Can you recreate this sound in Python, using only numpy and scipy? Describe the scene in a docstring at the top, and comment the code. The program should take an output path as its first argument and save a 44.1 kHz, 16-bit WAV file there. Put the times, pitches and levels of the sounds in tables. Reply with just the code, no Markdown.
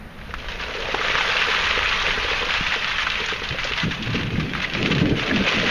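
"""Coal pours from a wheel loader's bucket across an open railway yard.
A rush of small coal is a hail of short ringing contacts, with snapping cracks and hollow knocks of single pieces.
Then heavy lumps come down: damped low thuds, and slumps that boom through gliding resonances over a rumble.
The loader's diesel, a stack of wavering sines, drones under it with filtered-noise air and light wind on the
microphone; nearby sheds answer the coal with a decaying diffuse tail."""
import sys
import numpy as np
from scipy import signal
from scipy.fft import rfft, irfft, next_fast_len
from scipy.io import wavfile
from scipy.ndimage import map_coordinates

SR = 44100
rng = np.random.default_rng(int(sys.argv[2]) if len(sys.argv) > 2 else 0)


def int16_out(signal):
    """Quantize to a 16-bit WAV file."""
    q = np.round(np.clip(np.atleast_2d(signal).T, -1, 1) * 32767)
    wavfile.write(sys.argv[1], SR, q.astype(np.int16))


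N = 251370  # length [samples]

# orders of the loader's diesel: (frequency [Hz], level [dB])
DIESEL_ORDERS = [(33.3, -41.5), (66.6, -44.5), (133.2, -62), (166.5, -53.5), (211, -50)]
# tone of the yard's steady air: (frequency [Hz], relative level [dB])
YARD_TONE = [(20, 4.5), (70, -5), (200, -2), (300, -10), (800, -13.5), (2000, -16), (4500, -32.5),
             (7000, -40), (10000, -36), (15000, -40.5)]
# tone of the wind on the microphone: (frequency [Hz], relative level [dB])
WIND_TONE = [(8, -16.5), (20, -2.5), (35, -8.5), (60, -8.5), (120, -19), (400, -81), (1000, -100)]
# strength of the wind: (time [s], level [dB])
WIND_LEVEL = [(0, -56), (.2, -34), (1.4, -40), (1.7, -35.5), (2.35, -33), (2.7, -41), (4.5, -40),
              (5.1, -36), (5.7, -43)]

# the steady stream of small coal over the bucket's lip: (time [s], level [dB])
STREAM_LEVEL = [(0, -61), (.25, -47), (.42, -39.5), (.63, -35), (.9, -30.5), (1.12, -24), (1.5, -22),
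                (1.84, -23.5), (1.88, -22.5), (2.24, -25), (2.38, -24.5), (2.46, -26.5), (2.56, -26),
                (3.05, -27), (3.3, -26.5), (3.4, -32), (3.8, -31), (4.0, -34), (4.15, -31.5), (4.3, -35.5),
                (4.68, -35), (4.85, -28.5), (5.04, -34.5), (5.14, -34), (5.42, -25.5), (5.7, -23.5)]
# batches of small coal sliding off on top of the stream: (time [s], length [s], level [dB])
SPILL_BATCHES = [(0.481, 0.042, -35.5), (0.591, 0.062, -32.5), (0.74, 0.036, -37), (2.489, 0.091, -25.5),
                 (2.657, 0.1, -28.5), (2.87, 0.057, -28), (2.981, .045, -25), (3.18, 0.028, -30.5),
                 (3.432, 0.011, -25.5), (3.59, 0.0099, -25), (3.63, 0.074, -30), (3.761, 0.085, -27),
                 (3.907, 0.012, -25), (4.128, 0.027, -26.5), (4.174, 0.044, -33.5), (4.392, 0.016, -27),
                 (4.548, 0.039, -30), (4.614, 0.032, -24.5), (4.74, 0.037, -28.5), (4.854, 0.02, -26),
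                 (4.9, 0.021, -23.5), (4.978, 0.027, -27), (5.161, 0.076, -28), (5.252, 0.044, -28),
                 (5.463, 0.099, -23.5)]
SPILL_ATTACK_S, SPILL_RELEASE_S = 0.0064, 0.015
# tone of the clatter: (frequency [Hz], relative level [dB])
CLATTER_TONE = [(350, -26), (650, -11), (1100, -3), (1500, -1), (2500, 1.5), (3300, -2.5), (4000, -6.5),
                (4700, -14), (6200, -19.5), (7000, -24.5), (9000, -32.5), (15000, -110)]
# a bed of coal builds up between these times and softens the landing
BED_STARTS_S, BED_DEEP_S = 1, 4.4
# coarse clatter and fine crackle relative to the middle band, on bare ground and on the bed
COARSE_BARE_DB, COARSE_BEDDED_DB = -3, -6
FINE_BARE_DB, FINE_BEDDED_DB = -11, -13
# bigger pieces that clack singly, relative to the slack; they fade as the flow thins below FULL_FLOW_DB
COBBLES_DB, FULL_FLOW_DB = -7, -22
# highest hiss, relative to the flow of small coal
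FIZZ_BARE_DB, FIZZ_BEDDED_DB = -34.5, -36.5

# single lumps cracking on each other: (time [s], level [dB], pitch [Hz], t60 of the chip spray [s])
LUMP_CRACKS = [(.188, -29, 1700, .07), (.214, -29, 1900, .07), (.308, -22.5, 1700, .04),
               (.3398, -16.5, 1650, .06), (.4, -26, 2800, .08), (.445, -22.5, 1800, .04),
               (.485, -17.5, 2200, .07), (.6, -20, 2000, .06), (.636, -16, 2400, .05),
               (.739, -18, 2400, .04), (.824, -16.5, 2300, .05), (.856, -16.5, 2100, .04),
               (.895, -17, 2000, .05), (.944, -13, 1300, .03), (.947, -14, 2200, .04),
               (.987, -12.5, 2000, .08), (1.013, -10, 1500, .05), (1.049, -12, 2000, .025),
               (1.084, -10, 2000, .04), (1.102, -9, 1900, .06), (1.154, -10, 1800, .07),
               (1.184, -11.5, 1300, .04), (1.209, -10.5, 1700, .05), (1.367, -8.5, 2400, .08),
               (1.417, -10.5, 2300, .07), (1.502, -11, 2400, .05), (1.668, -10, 1800, .05),
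               (1.71, -9.5, 2300, .06), (1.792, -11, 1600, .03), (1.83, -10, 2100, .05),
               (1.926, -9.5, 2300, .06), (2.066, -10, 2200, .05), (2.107, -11.5, 2000, .04),
               (2.332, -12, 2000, .06), (2.506, -12, 2300, .04), (2.54, -10, 1700, .08),
               (2.666, -13, 2100, .07), (2.722, -12.5, 2100, .04), (2.741, -12.5, 2100, .05),
               (2.845, -11.5, 2500, .04), (2.915, -13.5, 2400, .06), (2.983, -11, 2100, .07),
               (3.069, -11, 1400, .05), (3.101, -9, 2700, .055), (3.155, -11, 2000, .05),
               (3.202, -15.5, 2600, .05), (3.261, -15, 6400, .035), (3.287, -10, 2400, .08),
               (3.334, -14.5, 2400, .06), (3.419, -16, 1600, .04), (3.44, -17.5, 2400, .05),
               (3.489, -15, 3200, .06), (3.508, -16, 2200, .03), (3.524, -17.5, 2300, .04),
               (3.545, -18.5, 2200, .06), (3.586, -12, 2100, .08), (3.633, -13.5, 2200, .07),
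               (3.642, -16, 4500, .11), (3.673, -15.5, 2500, .05), (3.72, -11, 2200, .06),
               (3.735, -10, 2400, .04), (3.801, -7.5, 2700, .025), (3.915, -16.5, 2300, .06),
               (3.947, -17.5, 2500, .07), (4.025, -14.5, 3000, .08), (4.071, -16.5, 1900, .06),
               (4.105, -17, 2500, .06), (4.157, -16, 2450, .05), (4.211, -15, 2100, .05),
               (4.233, -19, 2400, .05), (4.305, -19.5, 2200, .06), (4.356, -21.5, 1800, .06),
               (4.4, -17.5, 2200, .06), (4.494, -23, 2200, .05), (4.535, -13.5, 1900, .05),
               (4.552, -16, 1700, .05), (4.602, -12.5, 2100, .05), (4.646, -11, 2100, .04),
               (4.698, -16, 2500, .08), (4.736, -11.5, 2900, .05), (4.75, -8, 2200, .045),
               (4.828, -9, 2500, .045), (4.86, -13, 2900, .05), (4.918, -11.5, 2200, .045),
               (4.95, -10.5, 2650, .07), (4.982, -13, 2700, .05), (5.013, -16.5, 2500, .05),
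               (5.057, -15, 2350, .06), (5.095, -16, 2900, .08), (5.196, -13, 2500, .05),
               (5.277, -10.5, 1900, .045), (5.3115, -12, 1600, .035), (5.361, -11, 2600, .055),
               (5.39, -13.5, 2200, .05), (5.487, -10, 2800, .07), (5.598, -10, 2700, .05),
               (5.67, -12, 2200, .05)]
# parts of a crack relative to its level, and how fast the fracture dies
SNAP_DB, BURST_DB, CHIPS_DB, BURST_T60_S = -3.5, -6.5, -9, .016
CHIPS_PER_S = 1400

# hollow patter of lighter pieces: (time [s], level [dB])
PATTER_LEVEL = [(0, -59), (.45, -46.5), (.65, -37), (1.1, -33), (1.7, -37), (2.4, -38.5), (3, -46),
                (4.5, -43), (4.8, -37.5), (5.08, -33.5), (5.2, -32), (5.6, -29.5)]
# tone of the patter: (frequency [Hz], relative level [dB])
PATTER_TONE = [(200, -27.5), (320, -13), (420, 0), (540, 0), (700, -2.5), (1100, -27), (2000, -37)]
# solid pieces, fist-sized or smaller: (time [s], level before trim [dB], pitch [Hz], hardness [0-1])
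SOLID_KNOCKS = [(.3398, -17, 1300, .4), (.445, -27, 1100, .3), (.751, -20, 500, .2), (.887, -14.5, 530, .3),
                (.9425, -11, 420, .7), (.9465, -10, 800, .7), (.995, -19, 438, .2), (1.012, -16, 1260, .3),
                (1.101, -15, 517, .5), (1.208, -11.5, 900, .3), (1.485, -16.5, 440, .3),
                (1.669, -9, 1670, .2), (1.775, -13.5, 460, .4), (1.792, -9, 1750, .2),
                (2.073, -17.5, 505, .3), (2.084, -15, 450, .3), (2.175, -18, 430, .1),
                (2.248, -16.5, 490, .3), (2.285, -20, 500, .3), (2.312, -18, 450, .1), (2.33, -19, 560, .2),
                (2.417, -18, 520, .3), (2.429, -15.5, 480, .2), (2.467, -19, 525, .2),
                (2.761, -18.5, 460, .3), (3.069, -17, 1150, .5), (3.201, -19, 440, .2),
                (3.22, -22, 470, .2), (3.324, -18.5, 430, .3), (3.419, -19.5, 470, .5),
                (3.546, -19.5, 520, .4), (3.649, -18, 542, .1), (3.712, -22, 430, .1),
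                (4.071, -21, 520, .4), (4.145, -16, 461, 0), (4.5512, -13, 1300, .5),
                (5.312, -6.5, 1700, 0)]

# the heaviest lumps landing: (time [s], level before trim [dB], pitch [Hz], hardness [0-1])
HEAVY_THUDS = [(2.609, -13.5, 168, 1), (3.508, -16.5, 108, 0.24), (3.882, -16, 144, .1),
               (4.154, -23, 298, 0.2), (4.381, -10, 148, 0.22), (4.851, -17, 179, 0.1),
               (5.029, -7, 295, 0.04), (5.062, -11, 250, 0.6), (5.092, -14, 230, .3),
               (5.108, -8, 318, 0.12), (5.123, -11, 94, .6), (5.375, -10, 224, 0.3), (5.413, -12, 210, 0.3)]
# masses of big lumps breaking loose: (time [s], length [s], build-up [s], level [dB],
# boom pitch at the start [Hz], at the end [Hz], broad rumble relative to the boom [dB])
BIG_SLUMPS = [(3.5, 0.032, .01, -30, 105, 120, -6), (3.825, 0.067, 0.013, -23.5, 172, 146, -6),
              (3.987, 0.065, 0.0086, -33, 215, 180, -5.5), (4.053, 0.1, 0.027, -24, 160, 122, -18),
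              (4.14, 0.058, .02, -25, 212, 189, -8), (4.192, 0.1, 0.012, -28, 102, 165, -14),
              (4.298, 0.14, 0.043, -24, 135, 150, -10), (4.425, 0.18, .02, -33, 242, 199, -10),
              (4.705, .19, 0.14, -25, 155, 190, 1), (4.899, 0.13, 0.013, -21, 202, 133, -6.5),
              (5.005, 0.15, .02, -23, 312, 238, -0.5), (5.268, 0.15, 0.068, -21, 272, 221, -13),
              (5.538, 0.14, 0.015, -28, 205, 227, -4)]
# tone of the heap's rumble: (frequency [Hz], relative level [dB])
RUMBLE_TONE = [(35, -31), (70, -6), (110, -0.5), (140, 0.5), (190, -2.5), (270, -0.5), (430, -8),
               (600, -20.5), (900, -32), (1600, -61)]
SLUMP_RELEASE_S = 0.011  # the landing stops quickly
ROLL_DB, ROLL_PER_LENGTH = -11.5, 1  # lumps roll on: relative level, decay time over the slump's length
BOOM_WIDTH_HZ = 35  # spread of the boom to each side of its pitch

# decay of the sheds' answer: (frequency [Hz], t60 [s])
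SHED_DECAY = [(100, 0.74), (1500, 0.2), (7000, 0.15)]
# microphone colour: (frequency [Hz], gain [dB])
MIC_COLOUR = [(6700, -1), (7150, -5.5), (7500, -48), (8000, -29), (8400, -7), (9500, -3.5), (15000, -3.5)]
TOP_HZ = 14890  # the microphone passes nothing above this


def amp(db):
    """Decibels to gain."""
    return 10 ** (np.asarray(db) / 20)


def unit(x):
    """Scale to rms 1."""
    return x / np.sqrt(np.mean(x ** 2) + 1e-20)


def along(points, hz):
    """(Hz, value) points read on a log frequency axis."""
    f, v = np.transpose(points)
    return np.interp(np.log(hz + 1), np.log(f + 1), v)


def curves(rows):
    """One value per sample for each column after the time."""
    s, *cols = np.transpose(rows)
    return [np.interp(np.arange(N) / SR, s, c) for c in cols]


def wobble(rate):
    """A smooth random curve, rate knots a second."""
    knots = rng.standard_normal(int(N * rate / SR) + 4)
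    return map_coordinates(knots, [np.arange(N) * rate / SR])


def filtered(x, response):
    """x times a response of frequency."""
    m = next_fast_len(len(x) + SR // 4)
    return irfft(rfft(x, m) * response(np.fft.rfftfreq(m, 1 / SR)), m)[:len(x)]


def coloured(x, spectrum, size=4096):
    """x through a causal filter with the given (Hz, dB) shape, so attacks stay sharp."""
    gain = amp(along(spectrum, np.fft.rfftfreq(size, 1 / SR)))
    # folding the cepstrum forward makes the filter minimum phase
    cepstrum = irfft(np.log(gain + 1e-6))
    cepstrum[1:size // 2] *= 2
    cepstrum[size // 2 + 1:] = 0
    return signal.fftconvolve(x, irfft(np.exp(rfft(cepstrum))))[:len(x)]


def split(x, edge_hz, order=8):
    """The parts of x below and above an edge."""
    low = filtered(x, lambda hz: 1 / (1 + (hz / edge_hz) ** order))
    return low, x - low


def evened(x, span_s):
    """x held near rms 1 over the given span: a steady supply of lumps."""
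    window = signal.windows.hann(int(span_s * SR))
    power = signal.fftconvolve(x ** 2, window / window.sum(), "same")
    return x / np.sqrt(np.abs(power) + 1e-9)


def add(track, s, sound):
    """Mix a sound in at time s."""
    part = track[round(s * SR):][:len(sound)]
    part += sound[:len(part)]


def background():
    """The loader's diesel drones in the yard's steady noise; wind nudges the microphone."""
    t = np.arange(N) / SR
    drift = np.cumsum(0.0098 * wobble(3.11)) / SR  # all engine orders waver together
    diesel = np.zeros(N)
    for hz, db in DIESEL_ORDERS:
        level = amp(db + 1.8 * wobble(5.13))
        diesel += level * np.sin(2 * np.pi * (hz * (t + drift) + rng.random()))
    air = unit(coloured(rng.standard_normal(N), YARD_TONE))
    wind_db, = curves(WIND_LEVEL)
    wind = unit(coloured(rng.standard_normal(N), WIND_TONE) * amp(2.8 * wobble(11)))
    return amp(-1.5) * diesel + amp(-38.5) * air + amp(wind_db) * wind


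def impacts(rate, low_hz, high_hz, cycles, spread_db, size):
    """A random hail of contacts, each ringing for a few cycles at its own pitch; rms 1."""
    when, pitch, weight, phase = rng.random((int(rate * N / SR), 4)).T[:, :, None]
    hz = low_hz + (high_hz - low_hz) * pitch
    # many small pieces, few big ones
    strength = amp(-spread_db * np.log(weight + .022)) * np.sqrt(hz)
    turns = hz * np.arange(size) / SR
    rings = strength * np.sign(phase - .5) * np.exp(-turns / cycles) * np.sin(2 * np.pi * turns)
    places = (when * N).astype(int) + np.arange(size)
    return unit(np.bincount(places.ravel(), rings.ravel(), N)[:N])


def clumps(rate, life, depth):
    """Gain of a flow that arrives in sudden spills, each dying away; rms 1."""
    starts = np.zeros(N)
    when, weight = rng.random((int(rate * N / SR), 2)).T
    starts[(when * N).astype(int)] = weight
    spills = signal.lfilter([1], [1, -np.exp(-1 / (life * SR))], starts)
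    return unit(np.sqrt(1 + abs(depth) * spills))


def swell(s, length, attack_s, release_s):
    """Gain of one slide: it rises, holds until its length is up and dies away."""
    t = np.arange(N) / SR - s
    return np.clip(t / attack_s, 0, 1) * np.exp(-np.maximum(t - length, 0) / release_s)


def flow_db():
    """Level of the small coal in the air: the stream and its spills add in power."""
    stream_db, = curves(STREAM_LEVEL)
    power = amp(stream_db) ** 2
    for s, length, db in SPILL_BATCHES:
        power = power + (amp(db) * swell(s, length, SPILL_ATTACK_S, SPILL_RELEASE_S)) ** 2
    return 10 * np.log10(power)


def cushioned(bare_db, bedded_db):
    """A level that sinks as the first coal builds a bed for the rest."""
    return np.interp(np.arange(N) / SR, [BED_STARTS_S, BED_DEEP_S], [bare_db, bedded_db])


def pour():
    """Small coal clatters down as a hail of contacts; a thin flow is more broken up by spills than a full one."""
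    level_db = flow_db()
    coarse_db = cushioned(COARSE_BARE_DB, COARSE_BEDDED_DB)
    fine_db = cushioned(FINE_BARE_DB, FINE_BEDDED_DB)
    slack = impacts(rate=7000, low_hz=522, high_hz=7570, cycles=1.58, spread_db=1.0, size=160)
    nuts = impacts(rate=650, low_hz=530, high_hz=5920, cycles=1.9, spread_db=2.0, size=400)
    # hard shards ring a little longer
    clinks = impacts(rate=330, low_hz=899.0, high_hz=6970, cycles=36.0, spread_db=2, size=1600)
    fullness = np.clip((level_db + 44) / 40, .35, .55)
    spills = fullness + (1 - fullness) * clumps(rate=96, life=0.0076, depth=4.6)
    small = (slack + amp(-6.5) * nuts + amp(-5.5) * clinks) * spills
    cobbles = impacts(rate=170, low_hz=900, high_hz=4200, cycles=1.8, spread_db=1.2, size=500)
    big = amp(COBBLES_DB) * np.minimum(amp(level_db - FULL_FLOW_DB), 1) * cobbles
    stream = evened(coloured(big + small, CLATTER_TONE), span_s=0.27)
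    # balance three bands, so the bed can soften the coarse and fine ones
    coarse, rest = split(stream, edge_hz=1650)
    middle, fine = split(rest, edge_hz=4190)
    bands = unit(middle) + amp(coarse_db) * unit(coarse) + amp(fine_db) * unit(fine)
    return amp(level_db - 1.0) * bands


def fizz():
    """A faint, flickering high hiss of filtered noise that swells with the pour."""
    level_db = flow_db() + cushioned(FIZZ_BARE_DB, FIZZ_BEDDED_DB)
    tone = [(7000, -40), (8800, -6), (10000, 9.0), (11500, -0.5), (15000, -19)]  # (Hz, dB)
    hiss = coloured(rng.standard_normal(N), tone)
    return amp(level_db) * unit(hiss * clumps(rate=33, life=0.016, depth=2.4))


def around(x, hz, focus):
    """x gathered around a pitch, more tightly for a higher focus; rms 1."""
    return unit(filtered(x, lambda f: 1 / (1 + focus * np.log((f + 1) / hz) ** 2) ** 2))


def cracks(focus=2.6, burst_focus=2.8):
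    """A lump strikes with a brittle snap, fractures in a brief wide burst and sprays chips around its pitch."""
    out, t = np.zeros(N), np.arange(SR // 8) / SR
    for s, db, hz, spray_t60 in LUMP_CRACKS:
        snap = amp(SNAP_DB) * np.exp(-hz * t / 1.2) * np.sin(2 * np.pi * hz * t)
        burst = around(rng.standard_normal(len(t)), hz, burst_focus) * amp(BURST_DB - 60 * t / BURST_T60_S)
        # sparse clicks of random sign
        spray = rng.choice([-1, 1], len(t)) * (rng.random(len(t)) < CHIPS_PER_S / SR)
        chips = around(spray, hz, focus) * amp(CHIPS_DB - 60 * t / spray_t60)
        add(out, s, amp(db) * (snap + burst + chips))
    return coloured(out, [(3000, 0), (4500, -2.5), (7000, -6), (8500, -33), (15000, -55)])  # duller top


def blow(hz, cycles, rough, hardness):
    """One blow of peak 1: a damped swing at the lump's pitch, and a crunch that is brighter if hard."""
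    t = np.arange(SR // 8) / SR
    hardness = np.clip(hardness, 0, 1)
    noise = rng.standard_normal(len(t))
    crunch = unit(filtered(noise, lambda f: f / hz / (1 + (f / hz) ** (4 - 7.2 * hardness))))
    decay = np.exp(-hz * t * (1 + 2 * hardness) / cycles)  # hard contacts are over sooner
    onset = 1 - np.exp(-6 * hz * t)
    swing = (np.sin(2 * np.pi * hz * t) + rough * crunch) * decay * onset
    # a big lump meets the heap slowly
    lowpass = signal.butter(2, min(5 * hz, SR / 4), fs=SR, output="sos")
    swing = signal.sosfilt(lowpass, swing)
    return swing / np.abs(swing).max()


def knocks():
    """Solid pieces knock hollowly on the heap and bounce once, over a patter of lighter ones."""
    level_db, = curves(PATTER_LEVEL)
    patter = impacts(rate=300, low_hz=284, high_hz=955, cycles=2.0, spread_db=2.5, size=1500)
    out = amp(level_db) * unit(coloured(patter, PATTER_TONE))
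    for s, db, hz, hardness in SOLID_KNOCKS:
        knock = blow(hz, cycles=4.6, rough=0.25, hardness=hardness)
        add(out, s, amp(db - 2.5) * knock)
        bounce_s = s + rng.uniform(0.00557, 0.01805)
        bounce = blow(hz, cycles=1.9, rough=0.38, hardness=hardness)
        add(out, bounce_s, amp(db - 12) * bounce)
    return out


def resonance(x, pitch_hz, width_hz):
    """x through a steep resonance that follows a pitch curve: shifted to 0 Hz, low-passed, shifted back."""
    turn = np.exp(2j * np.pi * np.cumsum(pitch_hz) / SR)
    lowpass = signal.butter(2, width_hz, fs=SR, output="sos")
    return unit((signal.sosfilt(lowpass, x / turn) * turn).real)


def tumble():
    """Big lumps break loose in slumps that boom on a gliding pitch and roll on; the heaviest land in thuds."""
    out = np.zeros(N)
    pounding = impacts(rate=900, low_hz=60, high_hz=607, cycles=0.98, spread_db=0.5, size=2400)
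    rumble = impacts(rate=510, low_hz=59.5, high_hz=980, cycles=1.55, spread_db=0, size=2400)
    rumble = evened(coloured(rumble, RUMBLE_TONE), span_s=0.037)
    for s, length, build_s, db, start_hz, end_hz, rumble_db in BIG_SLUMPS:
        part = np.arange(N)[round(s * SR):][:SR]
        landing = swell(s, length, build_s, SLUMP_RELEASE_S)[part]
        rolling = amp(ROLL_DB) * swell(s, length, build_s, ROLL_PER_LENGTH * length)[part]
        pitch_hz = np.interp(part / SR, [s, s + length], [start_hz, end_hz])
        boom = evened(resonance(pounding[part], pitch_hz, BOOM_WIDTH_HZ), span_s=0.034)
        rumble_gain = np.hypot(amp(rumble_db) * landing, rolling)
        add(out, s, amp(db) * (landing * boom + rumble_gain * rumble[part]))
    for s, db, hz, hardness in HEAVY_THUDS:
        add(out, s, amp(db - 3) * blow(hz, cycles=1.8, rough=0.3, hardness=hardness))
    return out


def sheds(x):
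    """The diffuse answer of sheds and wagons: x through a decaying noise tail, treble dying first."""
    hz, t, z = signal.stft(rng.standard_normal(SR // 2), SR, nperseg=256)
    decay = amp(-60 * t / along(SHED_DECAY, hz)[:, None])
    tail = signal.istft(z * decay, SR, nperseg=256)[1]
    return signal.fftconvolve(x, tail / np.linalg.norm(tail))[:N]


def scene():
    """Falling coal, its echo and the yard."""
    coal = pour() + cracks() + knocks() + tumble()
    return (coal + amp(-16.0) * sheds(coal) + fizz() + background())[None]


def record(dry):
    """A small microphone with a deep dip near 7.5 kHz, a dull top and a band limit."""
    return filtered(dry[0], lambda hz: amp(along(MIC_COLOUR, hz)) * (hz < TOP_HZ))[None]


dry = scene()
out = record(dry)
int16_out(out)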